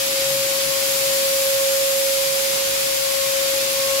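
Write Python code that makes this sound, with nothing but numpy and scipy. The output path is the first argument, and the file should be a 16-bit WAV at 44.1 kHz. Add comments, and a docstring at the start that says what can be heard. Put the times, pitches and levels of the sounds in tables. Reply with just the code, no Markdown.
"""An empty classroom, heard through two microphones 15 cm apart; the room rumbles faintly.
At the far end an electric disinfectant fogger runs steadily, carried slowly along the wall.
The nozzle's jet hisses, brighter as it swings towards the microphones, and echoes off desks and walls.
The blower hums at the shaft rate; standing waves make it swell and fade differently at each microphone."""
import sys
import numpy as np
from scipy import signal
from scipy.fft import rfft, irfft
from scipy.io import wavfile
from scipy.ndimage import uniform_filter1d, map_coordinates

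SR = 44100
rng = np.random.default_rng(int(sys.argv[2]) if len(sys.argv) > 2 else 0)


def generate_wav(signal):
    """Clip the signal to [-1, 1] and save it as 16-bit WAV at the path in sys.argv[1]."""
    frames = np.transpose(np.atleast_2d(signal))
    scaled = np.clip(frames, -1, 1) * 32767
    pcm = np.round(scaled).astype(np.int16)
    wavfile.write(sys.argv[1], SR, pcm)


N = 176400
TIME = np.arange(N) / SR
BIN_HZ = np.maximum(np.arange(N // 2 + 1) * SR / N, 1)


def undb(db):
    """Decibels to gain."""
    return 10 ** (np.asarray(db) / 20)


def unit(x):
    """Scale to rms 1."""
    return x / np.sqrt(np.mean(x ** 2))


def curve(table):
    """Every column of a table, joined by straight lines in time."""
    times, *columns = np.array(table, float).T
    return np.array([np.interp(TIME, times, column) for column in columns])


def walk(rate_hz):
    """Random levels held 1 / rate_hz s and smoothed twice; spread about 1."""
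    hold = int(SR / rate_hz)
    held = np.repeat(rng.standard_normal(N // hold + 1), hold)
    return 1.35 * uniform_filter1d(uniform_filter1d(held, hold), hold)[:N]


def diffuse(spacing_m=0.15, bass_likeness=0.81):
    """Spectrum of white noise (0 dB per Hz) reaching the pair from all sides: alike in the bass only."""
    likeness = bass_likeness * np.sinc(2 * BIN_HZ * spacing_m / 343)
    mid, side = rfft(rng.standard_normal((2, N))) * np.sqrt([1 + likeness, 1 - likeness])
    return np.array([mid + side, mid - side]) * np.sqrt(SR) / 2


def ring(hz, half_width_hz):
    """Diffuse noise in one steep-sided resonance, rms 1."""
    return unit(irfft(diffuse() / (1 + ((BIN_HZ - hz) / half_width_hz) ** 2), N))


# Low resonances of the classroom (frequency [Hz], half width [Hz], level [dB])
ROOM_MODES = [(40, 12, -61.5), (59.7, 7.7, -58), (117.7, 10, -57.5), (136.7, 9.5, -56.5), (289, 15, -57.5)]
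# Soft booms, centred between the microphones (time [s], half length [s], level [dB])
ROOM_BOOMS = [(.3, 0.11, -43), (0.664, 0.073, -47)]
def room(boom_hz=135):
    """Low resonances rumble all round the microphones; two soft booms swell and fade."""
    rumble = sum(undb(db) * ring(hz, width) for hz, width, db in ROOM_MODES)
    swell = sum(undb(db) * np.exp(-((TIME - at) / length) ** 2) for at, length, db in ROOM_BOOMS)
    wavering_hz = boom_hz * (1 + 0.021 * walk(14.4))
    boom = np.sqrt(2) * np.sin(2 * np.pi * np.cumsum(wavering_hz) / SR)
    return rumble + swell * boom


def reflections(direct, count=7, echo_db=-8, delay_s=(0.004, 0.04), sway_s=0.000199):
    """Echoes off desks and walls swirl as the moving fogger shifts their paths; the total level holds."""
    echoes = np.zeros_like(direct)
    for mic, delays in enumerate(rng.uniform(*delay_s, (2, count))):
        for delay in delays:
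            sent_s = TIME - delay - sway_s * walk(1.2)
            echoes[mic] += map_coordinates(direct[mic], [sent_s * SR], order=3, mode="wrap")
    return (direct + undb(echo_db) * echoes / np.sqrt(count)) / np.hypot(1, undb(echo_db))


# Base spectrum of the jet, filling the room (frequency [Hz], left level [dB/Hz], right level [dB/Hz])
JET_SPECTRUM = [(160, -70.5, -69.2), (300, -69.5, -68.2), (450, -68.9, -67.5), (700, -70.3, -68.9),
                (950, -69.6, -67.3), (1500, -66.4, -65.7), (1950, -64.4, -64.5), (2400, -61.6, -61.6),
                (2850, -62.8, -62.8), (3300, -61.1, -61.5), (4100, -61.4, -62.0), (4900, -60.0, -61.2),
                (5900, -62.4, -63.5), (7300, -61.1, -62.1), (8500, -63.6, -68.4), (9300, -63.6, -69.2),
                (10700, -60.9, -65.9), (12200, -61.6, -63.0), (13000, -66.0, -64.9), (13900, -69.6, -67.9),
                (15400, -67.8, -67.3)]
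# Swing of the nozzle towards the microphones and away (time [s], hiss gain [dB], spray gain [dB])
NOZZLE_AIM = [(0, 0.5, -0.4), (.35, 0.7, 0.1), (.65, -.1, 0), (1.0, 1.0, 1.4), (1.35, 0.5, 1.3),
              (1.6, 0, 0.5), (2.05, -0.4, 0.9), (2.5, 0.5, -0.2), (3.0, -0.35, -1), (3.55, 0.5, -.7),
              (4, 0.5, -1.2)]
# Rise and fall of the jet's low roar (time [s], gain [dB])
ROAR_GAIN = [(0, 0.5), (1.1, 0.5), (1.5, -4), (2.0, -4.5), (2.6, -2), (3.2, -4.5), (3.6, 0.5), (4, -1)]
def jet(low_cut_hz=128, roar_below_hz=480, spray_above_hz=7400, trim_db=0.04, flicker_db=0.3):
    """The air jet from across the room: roar, hiss and finest spray; its aim moves level and brightness."""
    hz, *mic_levels = np.array(JET_SPECTRUM, float).T
    colour = undb([np.interp(np.log(BIN_HZ), np.log(hz), db) for db in mic_levels])
    air = diffuse() * colour / np.hypot(1, (low_cut_hz / BIN_HZ) ** 2)
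    low = 1 / (1 + (BIN_HZ / roar_below_hz) ** 6)
    high = 1 / (1 + (spray_above_hz / BIN_HZ) ** 6)
    flicker = flicker_db * np.array([walk(34.9), walk(35.5)])
    hiss_db, spray_db = curve(NOZZLE_AIM) + trim_db + flicker
    roar = irfft(air * low, N) * undb(curve(ROAR_GAIN))
    hiss = irfft(air * (1 - low - high), N) * undb(hiss_db)
    spray = irfft(air * high, N) * undb(spray_db)
    return roar + reflections(hiss + spray)


# Hum as the fogger moves through the standing waves (time [s], left level [dB], right level [dB])
HUM_LEVELS = [(0, -26.7, -31.0), (0.3, -21.6, -27.0), (0.55, -23.2, -31.8), (0.78, -22.5, -41.0),
              (1, -22.9, -28.0), (1.25, -22.8, -22.5), (1.7, -23.2, -20.0), (2.05, -25.5, -20.6),
              (2.5, -32.6, -21.8), (2.9, -23.0, -27.0), (3.15, -21.6, -32.5), (3.45, -21.1, -28.4),
              (3.72, -23.7, -28.3), (4, -20.6, -24.8)]
# The octave's own standing waves, before its trim (time [s], left level [dB], right level [dB])
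OCTAVE_LEVELS = [(0, -49, -68), (0.6, -45, -34), (1.2, -41, -40), (1.8, -38.5, -47), (2.15, -47, -50),
                 (2.5, -36, -38.5), (2.85, -45.5, -58), (3.25, -33, -43.6), (3.55, -41.5, -45.3),
                 (3.75, -40, -35), (4, -36, -35)]
# The hum's image wanders as the fogger moves (time [s], delay at the right microphone [ms])
HUM_DELAY = [(0, -0.6), (.28, 0.1), (.65, -0.25), (.9, 0.3), (2.5, .33), (3, 0.68), (3.5, 0.31), (4, 0.22)]
# Faint whines of the impeller and motor (frequency [Hz], half width [Hz], level [dB])
MOTOR_WHINES = [(845, 22, -55), (2476, 30, -52), (4280, 35, -50), (4420, 25, -52), (4903, 4, -47.5),
                (5550, 6, -50.5)]
def blower(shaft_hz=544.4, throb_hz=13, throb_db=0.22, octave_trim_db=-1.5, flicker_db=2,
           skirt_db=-44, skirt_half_width_hz=11):
    """The blower at the far wall: its shaft's throbbing hum and octave, an airy skirt and faint whines."""
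    hz = shaft_hz * (1 + 0.00022 * walk(1.47) + 0.00043 * walk(39.8))  # slow drift, quick flutter
    delay_s = np.array([[0], [1]]) * curve(HUM_DELAY) / 1000
    phase = 2 * np.pi * (np.cumsum(hz) / SR - shaft_hz * delay_s)
    throb_rate = throb_hz * (1 + 0.105 * walk(4.25))
    throb = throb_db * np.sin(2 * np.pi * np.cumsum(throb_rate) / SR)
    hum = undb(curve(HUM_LEVELS) + throb) * np.sin(phase)
    flicker = flicker_db * np.array([walk(22), walk(18)])
    octave = undb(octave_trim_db + curve(OCTAVE_LEVELS) + flicker) * np.sin(2 * phase)
    # unsteady air flow smears the hum into a skirt of noise
    skirt = unit(irfft(diffuse() / np.hypot(1, (BIN_HZ - shaft_hz) / skirt_half_width_hz), N))
    whines = sum(undb(db) * ring(f, width) for f, width, db in MOTOR_WHINES)
    return np.sqrt(2) * (hum + octave) + undb(skirt_db) * skirt + whines


def scene():
    """The distant fogger and the classroom, as they reach the two microphones."""
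    return blower() + jet() + room()


def record(dry, top_hz=15720):
    """The recorder cuts the top steeply."""
    return signal.sosfilt(signal.ellip(12, .1, 80, top_hz, fs=SR, output="sos"), dry)


dry = scene()
out = record(dry)
generate_wav(out)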